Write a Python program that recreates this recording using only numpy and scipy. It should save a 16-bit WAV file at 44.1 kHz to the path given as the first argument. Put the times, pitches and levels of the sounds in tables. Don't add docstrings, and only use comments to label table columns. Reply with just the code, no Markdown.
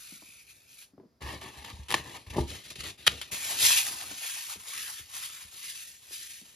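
import sys
import numpy as np
from scipy import signal
from scipy.fft import rfft, irfft, next_fast_len
from scipy.io import wavfile
from scipy.ndimage import uniform_filter1d, map_coordinates

SR = 44100
rng = np.random.default_rng(int(sys.argv[2]) if len(sys.argv) > 2 else 0)


def materialize(psi):
    bounded = np.clip(np.atleast_2d(psi).T, -1, 1)
    quanta = np.round(bounded * 32767).astype(np.int16)
    wavfile.write(sys.argv[1], SR, quanta)


N = 288855

# start_s, rise_s, length_s, grit_db, palm_rasp_db
PUSHES = [(-.02, .027, .19, -48.5, -63), (.175, .038, .245, -54, -62.5), (.44, .06, .08, -53, -61),
          (.537, .017, .146, -60.5, -71), (.654, .065, .117, -55, -70), (.768, .022, .06, -49.5, -66)]
# start_s, rise_s, length_s, grit_db, held_sag_db, hollow_block_db
STROKES = [(1.204, .02, .045, -49, .5, -46.5), (1.25, .02, .1, -46, 1, -43), (1.35, .01, .06, -52, 7, -52),
           (1.408, .01, .095, -47.5, 3.5, -48), (1.505, .03, .065, -54, 0, -54),
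           (1.57, .008, .065, -50, 5, -50), (1.638, .007, .075, -48.5, 0, -50),
           (1.725, .005, .15, -54.5, 7, -60), (1.888, .016, .115, -42.5, 1, -43),
           (2.005, .06, .125, -50, 0, -51), (2.125, .025, .043, -46, 0, -46),
           (2.179, .02, .08, -55, 8, -60), (2.262, .006, .025, -53, 4, -56),
           (2.295, .008, .018, -44.5, 2.5, -51), (2.324, .012, .025, -50, .5, -44),
           (2.358, .012, .055, -43.5, .5, -50), (2.41, .01, .055, -50, 7, -58),
           (2.465, .035, .1, -41.5, 3, -51), (2.565, .02, .06, -49, 3, -60),
           (2.625, .025, .07, -48, 4, -59), (2.699, .006, .016, -39, 3, -50),
           (2.752, .008, .02, -45, 3.5, -56), (2.778, .028, .035, -39.5, 2, -48),
           (2.831, .008, .072, -40, 2, -46), (2.905, .01, .065, -54, 12, -64),
           (2.974, .008, .095, -53, 0, -61), (3.084, .006, .217, -42.5, 13, -48)]
# start_s, rise_s, length_s, grit_db, held_sag_db, pieces_db, rumble_db, closed_fist_hz
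SQUEEZES = [(3.311, 0.016, 0.036, -32.0, 1.0, -44.5, -53.0, 550.0),
            (3.352, 0.108, 0.232, -33.0, 1.0, -46.0, -57.0, 600.0),
            (3.566, 0.09, 0.215, -18.5, 7.0, -37.5, -52.0, 700.0),
            (3.81, 0.048, 0.3, -37.0, 5.0, -49.5, -58.0, 650.0),
            (4.087, 0.19, 0.443, -34.5, 9.0, -47.5, -73.0, 1050.0),
            (4.6, 0.19, 0.39, -36.8, 8.0, -47.5, -73.0, 1350.0),
            (5.065, 0.108, 0.38, -41.0, 7.0, -52.5, -74.0, 1050.0),
            (5.462, 0.223, 0.486, -40.0, 10.0, -57.0, -76.0, 1350.0),
            (6.0, 0.04, 0.085, -53.0, 0.0, -68.0, -80.0, 1200.0),
            (6.07, 0.08, 0.3, -42.0, 4.0, -60.0, -80.0, 1500.0),
            (6.425, 0.035, 0.148, -56.0, 0.0, -69.5, -80.0, 900.0)]
# start_s, length_s, grit_db, air_pocket_db, pocket_hz
COLLAPSES = [(3.495, .03, -39, -50, 600), (3.607, .03, -35, -50, 550), (3.69, .03, -29, -46, 1200),
             (3.755, .045, -28, -48, 1200), (3.852, .03, -34, -50, 950), (3.998, .035, -46, -48, 1000),
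             (4.095, .025, -45, -53, 1200), (4.207, .04, -44, -55, 680), (4.358, .025, -47, -57, 950),
             (4.484, .045, -39, -49, 1100), (4.59, .013, -46, -62, 1200), (4.665, .04, -42, -62, 560),
             (4.708, .03, -47, -57, 1300), (4.872, .035, -47, -53, 1200), (4.975, .03, -48, -59, 1400),
             (5.13, .05, -41, -59, 950), (5.215, .045, -39, -52, 2200), (5.396, .022, -51, -59, 1200),
             (5.52, .035, -58, -66, 450), (6.115, .035, -44, -69, 1200), (6.296, .025, -50, -73, 1100)]
# start_s, thump_db, pitch_hz, t60_s, click_db
TAPS = [(.1215, -42, 220, .1, -56), (.222, -50, 290, .025, -47), (.229, -50, 220, .035, -57),
        (.284, -58, 230, .06, -66), (.934, -50, 210, .12, -68), (.979, -42, 250, .03, -57),
        (.999, -42, 440, .025, -55), (1.008, -48, 200, .1, -62), (1.031, -47, 300, .08, -62),
        (1.053, -49, 220, .09, -64), (3.305, -49, 650, .025, -52), (4.112, -40, 250, .06, -43),
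        (4.556, -45, 400, .03, -48), (4.565, -49, 210, .06, -62), (4.992, -52, 330, .04, -56),
        (6.108, -52, 300, .06, -57), (6.415, -49, 260, .08, -63)]
# start_s, level_db, t60_s, edge_db, ring_db (last two re level_db)
CRACKS = [(.822, -50, .07, -2, -25), (1.414, -46, .06, -2, -3), (1.647, -36, .025, -3, -6),
          (1.701, -39, .02, -3, -6), (1.8843, -41, .2, -2, -10.5), (1.9052, -25, .014, -1, -1),
          (1.9132, -24.5, .022, -2, -1), (1.9234, -22, .018, -2, 0), (1.9295, -31, .02, -1, 0),
          (1.9416, -12, .008, -8.5, -1), (1.9428, -17, .008, -4, 1), (1.9444, -20, .012, -3, 2),
          (1.948, -27, .046, -2, 2), (1.965, -34, .015, -2, 0), (1.981, -36, .012, -2, 4),
          (2.504, -35, .02, -2, -8), (2.757, -41, .03, -2, -12), (2.808, -37, .025, -2, -10),
          (2.839, -37, .03, -1, -12), (3.0663, -17.5, .018, 1, -8), (3.0695, -17, .018, -4, -5),
          (3.0728, -14, .016, -2, -5), (3.0755, -12.5, .012, -2, -4), (3.0776, -7.5, .016, -7, -3),
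          (3.214, -31.5, .09, -2, -14), (3.652, -21, .004, -2, -26), (3.707, -18, .006, -2, -25),
          (3.867, -30, .015, -2, -20), (4.012, -33, .015, -2, -8), (4.795, -37, .012, -2, -25),
          (4.879, -38, .02, -2, -12)]
# start_s, peak_db, contact_hardness_hz, share of the free ringing time
KNOCKS = [(1.228, -37, 50, .9), (1.572, -44, 60, .8), (1.726, -38, 65, .6), (1.787, -36, 62, .8),
          (1.943, -27, 810, .8), (1.996, -40, 200, .8), (2.268, -39, 80, 1), (2.298, -38, 75, 1),
          (2.359, -28, 1300, .5), (2.3664, -17.5, 700, .5), (2.38, -25, 1400, .4), (2.383, -12, 1100, .75),
          (2.39, -24, 85, .9), (2.401, -25, 300, .8), (2.41, -26, 420, .9), (2.421, -35, 900, .8),
          (2.782, -42, 91, 1), (3.079, -36, 150, .8), (3.319, -41, 163, .8), (4.565, -51, 130, .7),
          (5.002, -49, 95, .8), (5.45, -49, 105, .6)]
# pitch_hz, level_db, free_t60_s
TABLE_MODES = [(55, -11, .14), (72, -8, .13), (118, -8, .1), (185, -1, .13), (240, -3.5, .15),
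               (342, 0, .14), (455, -2, .07), (581, -3, .05), (782, 1, .055), (965, 1, .055),
               (1150, -5, .04)]
# pitch_hz, width_hz, level_db
BLOCK_MODES = [(370, 200, -6), (589, 130, -9), (920, 240, -1), (1240, 140, -5), (1770, 190, -2.5),
               (2300, 300, -9), (2750, 300, -9), (3500, 550, -17)]
PIECE_MODES = [(360, 120, -17), (780, 150, -12), (1270, 240, -4), (1940, 220, -4), (3030, 350, -2),
               (3950, 500, -2)]
# frequency_hz, level_db (per Hz)
GRIND_SPECTRUM = [(200, -22), (900, -24.5), (1400, -9), (2100, -7.5), (2450, -1.5), (3000, -4),
                  (4200, -1.5), (5600, -4), (7500, -1.5), (10000, 0), (12500, -6.5), (15000, -16.5),
                  (16000, -26)]
SKIN_SPECTRUM = [(300, -22.5), (1200, -16), (2100, -3.5), (2550, 1), (3300, -1.5), (4100, 0), (5400, -6),
                 (7500, -4.5), (10000, -5.5), (12000, -12), (14500, -23.5), (16000, -39.5)]
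CELL_SPECTRUM = [(300, -39), (1100, -25), (1700, -9.5), (2350, -1.5), (3100, -0.5), (4000, -1), (5200, -3),
                 (7000, -0.5), (9000, 2), (11000, -2), (13000, -8.5), (15000, -18)]
LUMP_SPECTRUM = [(200, -14), (600, -8), (1100, -2.5), (1500, -3), (1850, 1), (3000, -4), (6000, -22),
                 (12000, -45.5)]
SNAP_SPECTRUM = [(100, -22), (450, -16.5), (900, -11.5), (1450, -4), (1950, -3), (2400, -1), (3050, 2.5),
                 (4200, -4), (5600, -10.5), (9000, -17), (15000, -36)]
EDGE_SPECTRUM = [(500, -32), (2500, -7), (6000, -4), (9200, 2), (12000, -8.5), (15000, -22.5)]
CLICK_SPECTRUM = [(100, -8), (500, 0), (1000, -1), (2000, -20), (3500, -40), (12000, -42)]
RUMBLE_SPECTRUM = [(20, -35), (45, -9), (70, 1.5), (120, -1), (200, -3.5), (400, -5), (700, -10),
                   (1000, -25), (1800, -50)]
ROOM_NOISE_SPECTRUM = [(20, -14), (60, 2.5), (130, -1), (300, -8), (700, -12), (1800, -16.5), (3000, -25),
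                       (4400, -20), (5000, -14.5), (6000, -23.5), (15000, -29.5)]
# frequency_hz, left_lead_rad
PORT_PHASE = [(20, 0), (500, .1), (1200, .5), (1560, 2), (1750, 0), (1950, 0), (2900, .8), (4000, .4),
              (5000, .3), (5500, -.9), (6400, -1.1), (8200, -3.1), (8700, -3.2), (11400, -6.2),
              (12900, -6.3), (14700, -9.4)]
# frequency_hz, left_over_right_db
PORT_TILT = [(100, 0.5), (1100, 3), (1700, 0.5), (2800, 3), (4000, 3.5), (5500, 1), (7000, 2.5),
             (8300, -0.5)]
# frequency_hz, unshared_over_shared_db
SPREAD = [(60, -14.5), (600, -8.5), (1350, -2), (1850, -11), (2800, -8.5), (5500, -8), (7500, -11.5),
          (8400, -25), (10000, -12), (12000, -19.5), (14000, -11)]
# frequency_hz, t60_s
ROOM_DECAY = [(100, 0.312), (260, .27), (700, 0.235), (1840, 0.194), (4850, 0.174), (12000, 0.099)]
# delay_s, level_db
NEARBY_ECHOES = [(.0011, -18), (.0027, -16), (.0052, -15.5), (.0093, -17.5)]

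PUSH_RELEASE_S, STROKE_RELEASE_S, SQUEEZE_RELEASE_S, COLLAPSE_RELEASE_S = .19, .11, .4, .14
PUSH_SAG_DB, COLLAPSE_RISE_S = 1, .012
PALM_WIDTH, TAP_WIDTH, POCKET_WIDTH = .07, .3, .36
PALM_HZ = 2460
TAP_CLICK_T60_S = .02
OPEN_FIST_HZ, CLOSING_POWER = 520, 1.2
FIST_DAMPING, FIST_LEAK = .9, .14
PICKUP_S = 2.45
GRIP_DRIFT, GRIP_RATE = .025, 14
HAND_DRIFT, HAND_RATE = .15, 4
RESTING_DB, BLOCK_RUMBLE_DB, SKIN_RUMBLE_DB = -78, -6, -13
TOP_HZ = 15800


def amp(db):
    return 10 ** (np.asarray(db) / 20)


def unit(x):
    return x / np.sqrt(np.mean(x ** 2) + 1e-20)


def along(points, hz):
    f, v = np.transpose(points)
    return np.interp(np.log(hz + 1), np.log(f + 1), v)


def wobble(rate):
    knots = rng.standard_normal(int(N * rate / SR) + 4)
    steps = np.arange(0, len(knots) - 1, 1 / 10)
    smooth = map_coordinates(knots, [steps])
    return np.interp(np.arange(N) * (rate / SR), steps, smooth)


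def filtered(x, response):
    m = 2 * next_fast_len(N // 2 + 8192)
    return irfft(rfft(x, m) * response(np.fft.rfftfreq(m, 1 / SR)), m)[..., :N]


def colour(x, spectrum):
    hz = np.fft.rfftfreq(8192, 1 / SR)
    cepstrum = irfft(np.log(unit(amp(along(spectrum, hz)))))
    cepstrum[1:len(hz) - 1] *= 2
    cepstrum[len(hz):] = 0
    impulse = irfft(np.exp(rfft(cepstrum)))
    return signal.oaconvolve(np.atleast_2d(x), impulse[None], axes=1)[:, :N]


def shifting(x, gain):
    hz, s, z = signal.stft(x, SR, nperseg=1024)
    return signal.istft(z * gain(hz[:, None], s), SR, nperseg=1024)[1][..., :N]


def band(hz, width):
    return signal.butter(2, hz * np.exp([-width, width]), "bandpass", fs=SR, output="sos")


def resonate(modes, f):
    response = 0
    for k, (hz, w, db) in enumerate(modes):
        response = response + (-1) ** k * amp(db) * 1j * f * w / (hz * hz - f * f + 1j * f * w)
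    return response


def widen(pair):
    shared = pair[0]
    apart = filtered(pair[1], lambda hz: amp(along(SPREAD, hz)))
    return np.array([shared + apart, shared - apart])


def grains(rate, scatter_db, clump_db, clump_rate):
    clicks = (rng.random((2, N)) < rate / SR) * rng.choice([-1, 1], (2, N))
    sizes = amp(scatter_db * np.clip(rng.standard_normal((2, N)), -3, 3))
    avalanches = amp(clump_db * wobble(clump_rate))
    return unit(widen(clicks * sizes * avalanches))


def add(track, s, sound):
    part = track[..., round(s * SR):][..., :sound.shape[-1]]
    part += sound[..., :part.shape[-1]]


def effort(s, rise, length, sag_db, release):
    pressure = np.zeros(N)
    n = np.arange(max(int(s * SR), 0), min(int((s + length + 1.5 * release) * SR), N))
    t = n / SR - s
    held = np.clip((t - rise) / max(length - rise, 1 / SR), 0, 1)
    fall_db = 60 * np.maximum(t - length, 0) / release
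    pressure[n] = np.clip(t / rise, 0, 1) * amp(-sag_db * held - fall_db)
    return pressure


def combined(efforts, levels_db):
    return np.sqrt(sum((amp(db) * pressure) ** 2 for pressure, db in zip(efforts, levels_db)))


def grinding():
    starts, rises, lengths, grit_db, rasp_db = np.transpose(PUSHES)
    pushes = [effort(*shape, PUSH_SAG_DB, PUSH_RELEASE_S) for shape in zip(starts, rises, lengths)]
    fine = grains(rate=12000, scatter_db=3.0, clump_db=1.5, clump_rate=220)
    hiss = colour(fine, GRIND_SPECTRUM)
    coarse = grains(rate=900, scatter_db=3, clump_db=2, clump_rate=90)
    rasp = unit(signal.sosfilt(band(PALM_HZ, PALM_WIDTH), coarse))
    return combined(pushes, grit_db) * hiss + combined(pushes, rasp_db) * rasp


def fingers(hz, s):
    field = rng.standard_normal((len(hz), len(s)))
    field = uniform_filter1d(field, size=7, axis=0)
    field = uniform_filter1d(field, size=7, axis=1)
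    return unit(amp(1.8 * unit(field)))


def reflected(x):
    n, echoes = np.arange(N), 0
    for delay_s, db in NEARBY_ECHOES:
        source = n - delay_s * SR * (1 + HAND_DRIFT * wobble(HAND_RATE))
        echoes = echoes + amp(db) * np.array([np.interp(source, n, port) for port in x])
    return x + echoes


def rumble(weight):
    jolts = grains(rate=1400, scatter_db=4, clump_db=2.5, clump_rate=25)
    return weight * colour(jolts, RUMBLE_SPECTRUM)


def tapping():
    thumps, clicks = np.zeros((2, N))
    t = np.arange(SR // 5) / SR
    for s, db, hz, t60, click_db in TAPS:
        burst = rng.standard_normal(len(t)) * amp(-60 * t / t60)
        thump = signal.sosfilt(band(hz, TAP_WIDTH), burst)
        add(thumps, s, amp(db) * thump / np.abs(thump).max())
        click = amp(click_db - 60 * t / TAP_CLICK_T60_S) * rng.standard_normal(len(t))
        add(clicks, s, click)
    return amp(-2) * thumps + amp(-3) * colour(clicks, CLICK_SPECTRUM)


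def snapping():
    body, edge, block_pulses, piece_pulses = np.zeros((4, 2, N))
    t = np.arange(SR // 10) / SR
    release = np.outer([1, 0], t == 0)
    for s, db, t60, edge_db, ring_db in CRACKS:
        bursts = rng.standard_normal((2, 2, len(t))) * amp(db - 60 * t / t60)
        add(body, s, bursts[0] - amp(db + 10) * release)
        add(edge, s, amp(edge_db) * bursts[1])
        pulses = block_pulses if s < PICKUP_S else piece_pulses
        add(pulses, s, amp(db + ring_db + 34.5) * release)
    block_ring = filtered(block_pulses, lambda f: resonate(BLOCK_MODES, f))
    piece_ring = filtered(piece_pulses, lambda f: resonate(PIECE_MODES, f))
    noise = colour(body, SNAP_SPECTRUM) + colour(edge, EDGE_SPECTRUM)
    return amp(-3) * widen(noise + block_ring + piece_ring)


def gripped(hz, s):
    tuning = 1 + GRIP_DRIFT * np.interp(s * SR, np.arange(N), wobble(GRIP_RATE))

    def retuned(modes):
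        return np.interp(hz / tuning, hz[:, 0], unit(np.abs(resonate(modes, hz[:, 0]))))

    return np.where(s < PICKUP_S, retuned(BLOCK_MODES), retuned(PIECE_MODES))


def rubbing():
    starts, rises, lengths, grit_db, sags_db, hollow_db = np.transpose(STROKES)
    shapes = zip(starts, rises, lengths, sags_db)
    strokes = [effort(*shape, STROKE_RELEASE_S) for shape in shapes]
    grit, hollow = combined(strokes, grit_db), combined(strokes, hollow_db)
    catches = grains(rate=350, scatter_db=2.5, clump_db=2, clump_rate=40)
    fine = grains(rate=13000, scatter_db=3.3, clump_db=1.4, clump_rate=140)
    scrape = colour(amp(-8) * catches + amp(-.7) * fine, SKIN_SPECTRUM)
    excitation = grains(rate=2200, scatter_db=3.5, clump_db=2, clump_rate=130)
    body = unit(shifting(excitation, gripped))
    weight = np.hypot(amp(BLOCK_RUMBLE_DB) * hollow, amp(SKIN_RUMBLE_DB) * grit)
    return grit * scrape + hollow * body, weight


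def knocking():
    track, t = np.zeros(N), np.arange(SR // 3) / SR
    hz, level, t60 = np.transpose(TABLE_MODES)[:, :, None]
    for s, db, hard_hz, free in KNOCKS:
        uneven = amp(level + 1.5 * rng.standard_normal(hz.shape))
        strength = uneven / np.sqrt(1 + (hz / hard_hz) ** 6)
        pitch = hz * (1 + .03 * rng.standard_normal(hz.shape))
        sign = rng.choice([-1, 1], hz.shape)
        decay = amp(-60 * t / (free * t60))
        ring = np.sum(strength * sign * decay * np.sin(2 * np.pi * pitch * t), axis=0)
        ring *= 1 - np.exp(-2 * np.pi * hard_hz * t)
        add(track, s, amp(db) * ring / np.abs(ring).max())
    return track


def fist(hz, s):
    starts, rises, *_, closed_hz = np.transpose(SQUEEZES)
    k = np.maximum(np.searchsorted(starts, s) - 1, 0)
    closure = np.clip((s - starts[k]) / rises[k], 0, 1) ** CLOSING_POWER
    r = hz / (OPEN_FIST_HZ + closure * (closed_hz[k] - OPEN_FIST_HZ))
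    through = np.abs(r ** 2 / (1 - r ** 2 + 1j * FIST_DAMPING * r)) ** 2
    return np.hypot(FIST_LEAK, through)


def collapsing():
    crumbs = grains(rate=3000, scatter_db=3.5, clump_db=1.5, clump_rate=120)
    spurts = [effort(s, COLLAPSE_RISE_S, length, 0, COLLAPSE_RELEASE_S) for s, length, *_ in COLLAPSES]
    grit = grains(rate=7000, scatter_db=3.2, clump_db=1.5, clump_rate=200)
    sound = combined(spurts, [row[2] for row in COLLAPSES]) * colour(grit, CELL_SPECTRUM)
    for spurt, (*_, db, hz) in zip(spurts, COLLAPSES):
        live = np.flatnonzero(spurt)
        pocket = unit(signal.sosfilt(band(hz, POCKET_WIDTH), crumbs[:, live]))
        sound[:, live] += amp(db) * spurt[live] * pocket
    return sound


def crushing():
    starts, rises, lengths, grit_db, sags_db, pieces_db, rumble_db, _ = np.transpose(SQUEEZES)
    shapes = zip(starts, rises, lengths, sags_db)
    squeezes = [effort(*shape, SQUEEZE_RELEASE_S) for shape in shapes]
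    grit, pieces = combined(squeezes, grit_db), combined(squeezes, pieces_db)
    spurts = amp(.9 * wobble(60))
    fine = grains(rate=20000, scatter_db=3.5, clump_db=1.2, clump_rate=200)
    ticks = grains(rate=300, scatter_db=2.5, clump_db=2, clump_rate=30)
    cells = colour(amp(-.5) * fine + amp(-9) * ticks, CELL_SPECTRUM)
    coarse = grains(rate=5000, scatter_db=3.5, clump_db=1.5, clump_rate=80)
    lumps = shifting(colour(coarse, LUMP_SPECTRUM), fist)
    crunch = grit * cells + amp(-1.8) * pieces * lumps
    return spurts * crunch + collapsing(), combined(squeezes, rumble_db)


def room(x):
    hz, t, z = signal.stft(rng.standard_normal((2, SR // 2)), SR, nperseg=256)
    decay = amp(-60 * t / along(ROOM_DECAY, hz)[:, None])
    tail = signal.istft(z * decay, SR, nperseg=256)[1]
    tail = np.pad(tail / np.linalg.norm(tail[0]), ((0, 0), (SR // 250, 0)))
    return widen(signal.fftconvolve(x, tail, axes=1)[:, :N])


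def scene():
    (rub, rub_weight), (crush, crush_weight) = rubbing(), crushing()
    foam = reflected(shifting(grinding() + rub + crush, fingers))
    weight = amp(RESTING_DB) + rub_weight + crush_weight
    table = knocking() + tapping() + rumble(weight)
    near = foam + snapping() + table
    direct = filtered(near, lambda hz: amp(np.outer([.5, -.5], along(PORT_TILT, hz))))
    to_room = (near + amp(4.5) * table).mean(axis=0, keepdims=True)
    tail = amp(-18.5) * room(to_room)
    noise = widen(rng.standard_normal((2, N)))
    floor = amp(-73.5) * colour(noise, ROOM_NOISE_SPECTRUM)
    return direct + tail + floor


def record(dry):
    def ports(hz):
        return np.exp(1j * np.outer([.5, -.5], along(PORT_PHASE, hz)))

    def low_cut(hz):
        return (hz ** 2 / (40 ** 2 - hz ** 2 + 48j * hz)) ** 2

    x = filtered(dry, lambda hz: ports(hz) * low_cut(hz))
    x = x / (1 + (x / .8) ** 6) ** (1 / 6)
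    return filtered(x, lambda hz: hz < TOP_HZ)


dry = scene()
out = record(dry)
materialize(out)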